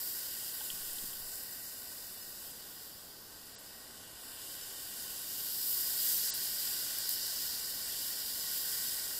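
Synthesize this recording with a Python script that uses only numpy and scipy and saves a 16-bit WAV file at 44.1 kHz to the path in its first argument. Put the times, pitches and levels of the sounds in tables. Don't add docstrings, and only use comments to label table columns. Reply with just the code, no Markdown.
import sys
import numpy as np
from scipy import signal
from scipy.fft import rfft, irfft, next_fast_len
from scipy.io import wavfile
from scipy.ndimage import uniform_filter1d

SR = 44100
rng = np.random.default_rng(int(sys.argv[2]) if len(sys.argv) > 2 else 0)


def wav_record(signal):
    frames = np.transpose(np.atleast_2d(signal))
    bounded = np.clip(frames, -1, 1)
    quanta = np.round(bounded * 32767).astype(np.int16)
    wavfile.write(sys.argv[1], SR, quanta)


def attenuation_scalar(level_db):
    decades = np.asarray(level_db, float) / 20
    return 10 ** decades


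N = 405279
SIZE = next_fast_len(N)
HZ = np.arange(SIZE // 2 + 1) * SR / SIZE

# time_s, loudness_db, mist_over_splash_db
TRAFFIC = [(0.0,-40.5,5), (0.33,-41.5,2), (1.0,-43,2.2), (1.77,-46,2.5), (2.39,-48,0.6), (3.18,-52,0),
           (4.16,-51,-3), (4.24,-47.5,-2), (5.23,-42,1.4), (5.71,-36,3.5), (6.3,-35.5,0.1),
           (6.51,-37.5,-0.5), (7.41,-37,-2), (7.62,-38,-1.5), (8.45,-38.5,-1), (8.52,-37.5,0.2),
           (9.05,-38,-1), (9.19,-39,2)]
# time_s, water_film_db, asphalt_coarseness_db
ROAD = [(0.0, -2.3, 1), (0.69, 2.19, 0.2), (1.45, -0.66, 0.5), (2.28, 0.2, -1.5), (2.61, -0.5, -1),
        (3.08, -2.11, -2), (3.82, -0.7, -0.5), (4.0, 3.5, -1), (5.15, 2.4, -1.5), (5.59, 0, -4.5),
        (6.35, -1.6, 0), (6.99, -1.5, 0.2), (7.08, -2.5, -2.27), (7.91, 0, -1.8), (8.14, -2.1, -1.5),
        (9.19, -0.02, 1.1)]
# centre_s, swell_db, length_s
SHEETS = [(.62, 0.8, .1), (.97, 0.5, .12), (1.4, 0, .15), (2.2, .6, .1), (2.417, 1.4, .24),
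          (2.86, 1.7, 0.26), (3.5, 0, 0.27), (3.72, 1, .1), (4.5, 1, .2), (5.45, 0.8, .06),
          (5.702, 2, 0.12), (6.118, 3, 0.34), (6.45, .8, .06), (6.68, 1.6, 0.31), (7.125, 2.5, .08),
          (7.28, -0.2, .1), (7.443, 1.5, .1), (7.93, 0.5, 0.27), (8.08, 1.3, .08), (8.3, .8, .1),
          (8.562, 1.7, 0.11), (8.68, 1, .1), (8.85, 1.2, .24)]
LAYER_DB = [
    -60.5,
    -63,
    -59,
    -50,
    -47,
    -47,
]
LAYER_RESPONSE = [
    (.59, -.48, .43, 0.4, -.15),
    (.68, -.34, -0.16, .94, .47),
    (.76, -.56, 0.99, -0.14, 1.1),
    (1.01, -0.39, -.6, -.24, 0.15),
    (.99, .13, 0.42, 0.37, .79),
    (1.06, 1, -0.17, -.1, 1.8),
]
REFERENCE_DB = -42
# frequency_hz, gain_db
WALL = [(500, -14), (900, -16), (1300, -26), (2300, -50), (2600, -26.5), (3700, -15), (6300, -13),
        (10500, -10), (14300, 3), (15700, -7.5)]
# centre_hz, width_hz, gain_db
CASE_RESONANCES = [(1090, 38, -6.5), (1447, 75, -8.5), (1535, 128, -7), (1887, 137, -9.5),
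                   (2987, 370, -11.5), (4905, 764, 1), (7740, 1300, -9), (14000, 1700, -20)]
# centre_hz, width_hz, depth (0-1), start_s, end_s
NOTCHES = [(2580, 100, .25, -1, 3.8), (2580, 100, .75, 3.8, 10), (3300, 190, .8, 1.2, 1.8),
           (3250, 220, .85, 1.8, 2.42), (3270, 150, .45, 3.2, 5.9), (3350, 300, .4, 7.1, 7.9),
           (6400, 900, .42, -1, 10), (6400, 700, .2, 1.1, 1.6), (2400, 300, .2, -1, 4)]
NOTCH_FLICKER, NOTCH_FLICKERS_PER_S = .25, 10
# start_s, peak_db, centre_hz
DROPS = [(0.9084, -33, 11900), (0.931, -28, 11400), (1.355, -29, 11000), (1.3794, -33, 12600),
         (1.4341, -32, 12900), (3.5628, -39.5, 6000), (6.9845, -22, 14500), (6.9844, -33, 7500),
         (7.091, -20.5, 13700), (7.0908, -26, 8800), (7.265, -26, 12000)]
DROP_WIDTH_HZ, DROP_T60_S = 8900, 0.0049
# start_s, peak_db, centre_hz, width_hz, t60_s
SPATTER = [
    (7.094, -31.5, 11000, 8000, 0.08),
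]
# start_s, peak_db, centre_hz
TICKS = [(0.6074, -39.5, 3100), (0.7022, -28, 3150), (0.9853, -38, 3200), (0.9847, -39, 4100),
         (1.1318, -43, 3250)]
TICK_WIDTH_HZ, TICK_T60_S = 1400, 0.0028
# start_s, peak_db, centre_hz
KNOCKS = [(0.608, -46, 860), (0.6085, -48, 1550), (0.734, -52, 186), (0.751, -57, 250), (0.976, -54, 310),
          (1.034, -53, 186), (1.037, -51, 298), (1.199, -57, 150)]
KNOCK_WIDTH_HZ, KNOCK_T60_S = 420, .016
# start_s, peak_db, sway_hz
BUMPS = [(.70, -54, 11.), (.795, -51, 11.6), (.883, -50, 9.6), (1.01, -48, 14.5), (1.15, -56, 13),
         (1.215, -51, 15)]
SWAY_T60_S, SWAY_OVERTONE = 0.57, 0.26
# frequency_hz, gain_db
HISS = [(15, -1.5), (40, -1.5), (120, -1.5), (300, -1), (700, -3.5), (1200, -7.5), (2300, -21), (5000, -20),
        (15000, -22)]
HISS_DB = -59.5
BAND_EDGES = [0, 40, 48, 56, 64, 72, 80, 88, 96, 108, 120, 132, 144, 160, 176, 196, 216, 240, 264, 292] + list(range(320, 737, 32))
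# frequency_hz, step_db
STEP = [(500, -12), (1500, -5), (2200, 0), (2700, 3), (3300, 3), (4500, -1), (6300, 2), (9000, -1),
        (15000, -1)]
# frequency_hz, level_db
THRESHOLD = [(14300, -80), (15200, -60), (15700, -47)]
TOP_LINE = 730
# start_s, length_s, edge_hz
TREBLE_GAPS = [
    (3.553, 0.031, 8600),
    (6.306, 0.033, 8840),
]
# centre_s, bands_widened
WIDENINGS = [(.081, 1), (.258, 2), (1.528, 2), (2.222, 2), (2.287, 1), (2.986, 3), (3.235, 2), (4.634, 2),
             (4.682, 1), (5.006, 2), (5.144, 1), (6.097, 2), (7.235, 1), (8.417, 3), (8.558, 1), (8.652, 2),
             (8.884, 1), (8.928, 2), (9.047, 1)]
WIDEN_FROM_HZ, WIDEN_TO_HZ, WIDEN_WIDTH_HZ = 4200, 13200, 1500


def tyres():
    droplets = rng.standard_normal(N) * attenuation_scalar(.6 * rng.exponential(size=N) + .5 * walk(300))
    rings = sum(attenuation_scalar(2 * db) / (1 + (2 * (HZ - f) / w) ** 2) ** 1.38 for f, w, db in CASE_RESONANCES)
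    case_gain = np.sqrt(slope(HZ, WALL) ** 2 + rings)
    heard = cancel(rfft(droplets, SIZE) * case_gain)
    edges = [1] + [above(HZ, edge, 24) for edge in (1700, 2500, 3600, 6400, 11000)] + [0]
    layers = np.c_[LAYER_DB] + np.array(LAYER_RESPONSE) @ road_state()
    roar_db, whine_db, sizzle_db, splash_db, spray_db, mist_db = layers
    gust = 0.19 * walk(14)
    levels = [roar_db + 0.34 * walk(10) + 0.5,
              whine_db + 0.66 * walk(10) + 0.36,
              sizzle_db + 0.48 * walk(13) + 0.21,
              splash_db + 0.43 * gust + 0.32 * walk(18),
              spray_db + gust + 0.6 * walk(20),
              mist_db + gust + 0.44 * walk(25)]
    out = np.zeros(N)
    for low, high, level in zip(edges, edges[1:], levels):
        share = np.sqrt(np.clip(low - high, 0, 1))
        part = irfft(heard * share, SIZE)[:N]
        out += unit(part) * attenuation_scalar(level)
    return out


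def road_state():
    t = np.arange(N) / SR
    loud_db, mist_db = spread(TRAFFIC)
    sheets_db = sum(db * np.exp(-(2 * (t - s) / length) ** 2) for s, db, length in SHEETS)
    return np.array([loud_db - REFERENCE_DB, mist_db, *spread(ROAD), sheets_db])


def cancel(heard):
    out, t = irfft(heard, SIZE), np.arange(SIZE) / SR
    for f, width, depth, start, end in NOTCHES:
        narrow = irfft(heard / (1 + (2 * (HZ - f) / width) ** 2), SIZE)
        restless = 1 + NOTCH_FLICKER * np.resize(walk(NOTCH_FLICKERS_PER_S), SIZE)
        is_open = np.clip(np.minimum(t - start, end - t) / 0.055 + .5, 0, 1)
        out -= np.clip(depth * restless, 0, 1) * is_open * narrow
    return rfft(out)


def drops():
    bursts = [(*row, DROP_WIDTH_HZ, DROP_T60_S) for row in DROPS]
    return hits([*bursts, *SPATTER], grit=1)


def mount_knocks():
    ticks = [(*row, TICK_WIDTH_HZ, TICK_T60_S) for row in TICKS]
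    knocks = [(*row, KNOCK_WIDTH_HZ, KNOCK_T60_S) for row in KNOCKS]
    return hits(ticks + knocks, grit=.2)


def hits(table, grit):
    lead = 512
    out, t = np.zeros(N), np.clip(np.arange(-lead, 4096) / SR, 0, None)
    freqs = np.arange(len(t) // 2 + 1) * SR / len(t)
    for (s, db, hz, width, t60), noise in zip(table, rng.standard_normal((len(table), len(t)))):
        ending = np.clip(10 * (1 - t / t[-1]), 0, 1)
        fade = (t / t60) ** 1.74 * attenuation_scalar(-60 * t / t60) * ending
        blow = (grit * noise + (1 - grit) * np.sin(2 * np.pi * hz * t)) * fade
        colour = np.exp(-(2 * (freqs - hz) / width) ** 4) * (freqs < TOP_LINE * SR / 2048)
        hit = irfft(rfft(blow) * colour, len(t))
        at = int(s * SR) - lead
        out[at:at + len(t)] += attenuation_scalar(db) * hit / np.abs(hit).max()
    return out


def shudder():
    out, t = np.zeros(N), np.arange(N) / SR
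    for s, db, hz in BUMPS:
        age = np.clip(t - s, 0, None)
        sway = np.sin(2 * np.pi * hz * age) - SWAY_OVERTONE * np.sin(4 * np.pi * hz * age)
        out = out * np.exp(-age / 0.017) + attenuation_scalar(db - 60 * age / SWAY_T60_S) * sway
    return out


def hiss():
    floor = irfft(rfft(rng.standard_normal(SIZE)) * slope(HZ, HISS), SIZE)[:N]
    return unit(floor) * attenuation_scalar(HISS_DB)


def masked_rounding(x):
    half = 1024
    n, k = np.arange(2 * half) + .5, np.arange(TOP_LINE) + .5
    window = np.sin(np.pi * n / (2 * half))
    basis = window * np.cos(np.pi / half * np.outer(k, n + half / 2)) * np.sqrt(2 / half)
    blocks = np.pad(x, (half, 2 * half - N % half)).reshape(-1, half)
    lines = np.hstack([blocks[:-1], blocks[1:]]) @ basis.T
    widths = np.diff(np.clip(BAND_EDGES, 0, TOP_LINE))
    power = np.add.reduceat(lines ** 2, BAND_EDGES[:-1], axis=1) / widths
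    masking = .6 * power + .4 * uniform_filter1d(power, size=3, axis=1)
    frame_mood = 1.5 * rng.standard_normal((len(lines), 1))
    mood = attenuation_scalar(frame_mood + 1.5 * rng.standard_normal(power.shape))
    line_hz = k * SR / 2 / half
    step = np.repeat(np.sqrt(masking) * mood, widths, axis=1) * slope(line_hz, STEP)
    step = step + slope(line_hz, THRESHOLD)
    rounded = np.sign(lines) * np.floor(np.abs(lines) / step + .42) * step
    frames = rounded @ basis
    return (frames[1:, :half] + frames[:-1, half:]).ravel()[:N]


def spread(table):
    s, *columns = np.transpose(table)
    return [np.interp(np.arange(N) / SR, s, c) for c in columns]


def slope(hz, points):
    f, db = np.transpose(points)
    return attenuation_scalar(np.interp(np.log(hz + 1), np.log(f), db))


def unit(x):
    return x / np.sqrt(np.mean(x ** 2))


def walk(rate):
    k = int(SR / rate)
    held = np.repeat(rng.standard_normal(N // k + 1), k)
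    return unit(uniform_filter1d(uniform_filter1d(held, k), k)[:N])


def above(hz, edge_hz, sharp):
    return 1 / (1 + (edge_hz / (hz + 1)) ** sharp)


def band(x, lo_hz, hi_hz):
    hz = np.arange(len(x) // 2 + 1) * SR / len(x)
    return irfft(rfft(x) * ((hz > lo_hz) & (hz < hi_hz)), len(x))


def scene():
    steady = masked_rounding(tyres() + hiss() + shudder())
    mono = steady + drops() + mount_knocks()
    return np.array([mono, mono])


def roll_off(x):
    return signal.sosfilt(signal.butter(12, 16010, fs=SR, output="sos"), x)


def record(dry):
    mono, side, n = dry[0].copy(), np.zeros(N), np.arange(4096)
    for s, length, edge_hz in TREBLE_GAPS:
        at = int(s * SR) - 1024
        gate = np.clip(np.minimum(n - 1024, 1024 + length * SR - n) / 60, 0, 1)
        mono[at:at + 4096] -= band(mono[at:at + 4096], edge_hz, SR) * np.sin(gate * np.pi / 2) ** 2
    window = np.kaiser(2048, 6)
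    times = [s for s, count in WIDENINGS for _ in range(count)]
    places = rng.permutation(np.linspace(WIDEN_FROM_HZ, WIDEN_TO_HZ, len(times)))
    for s, lo_hz, noise in zip(times, places, rng.standard_normal((len(times), 2048))):
        hi_hz = lo_hz + WIDEN_WIDTH_HZ
        at = int(s * SR) - 1024
        own = band(mono[at:at + 2048], lo_hz, hi_hz)
        side[at:at + 2048] += attenuation_scalar(-2.0) * np.std(own) * unit(band(noise, lo_hz, hi_hz)) * window
    return roll_off(np.array([mono + side, mono - side]))


dry = scene()
out = record(dry)
wav_record(out)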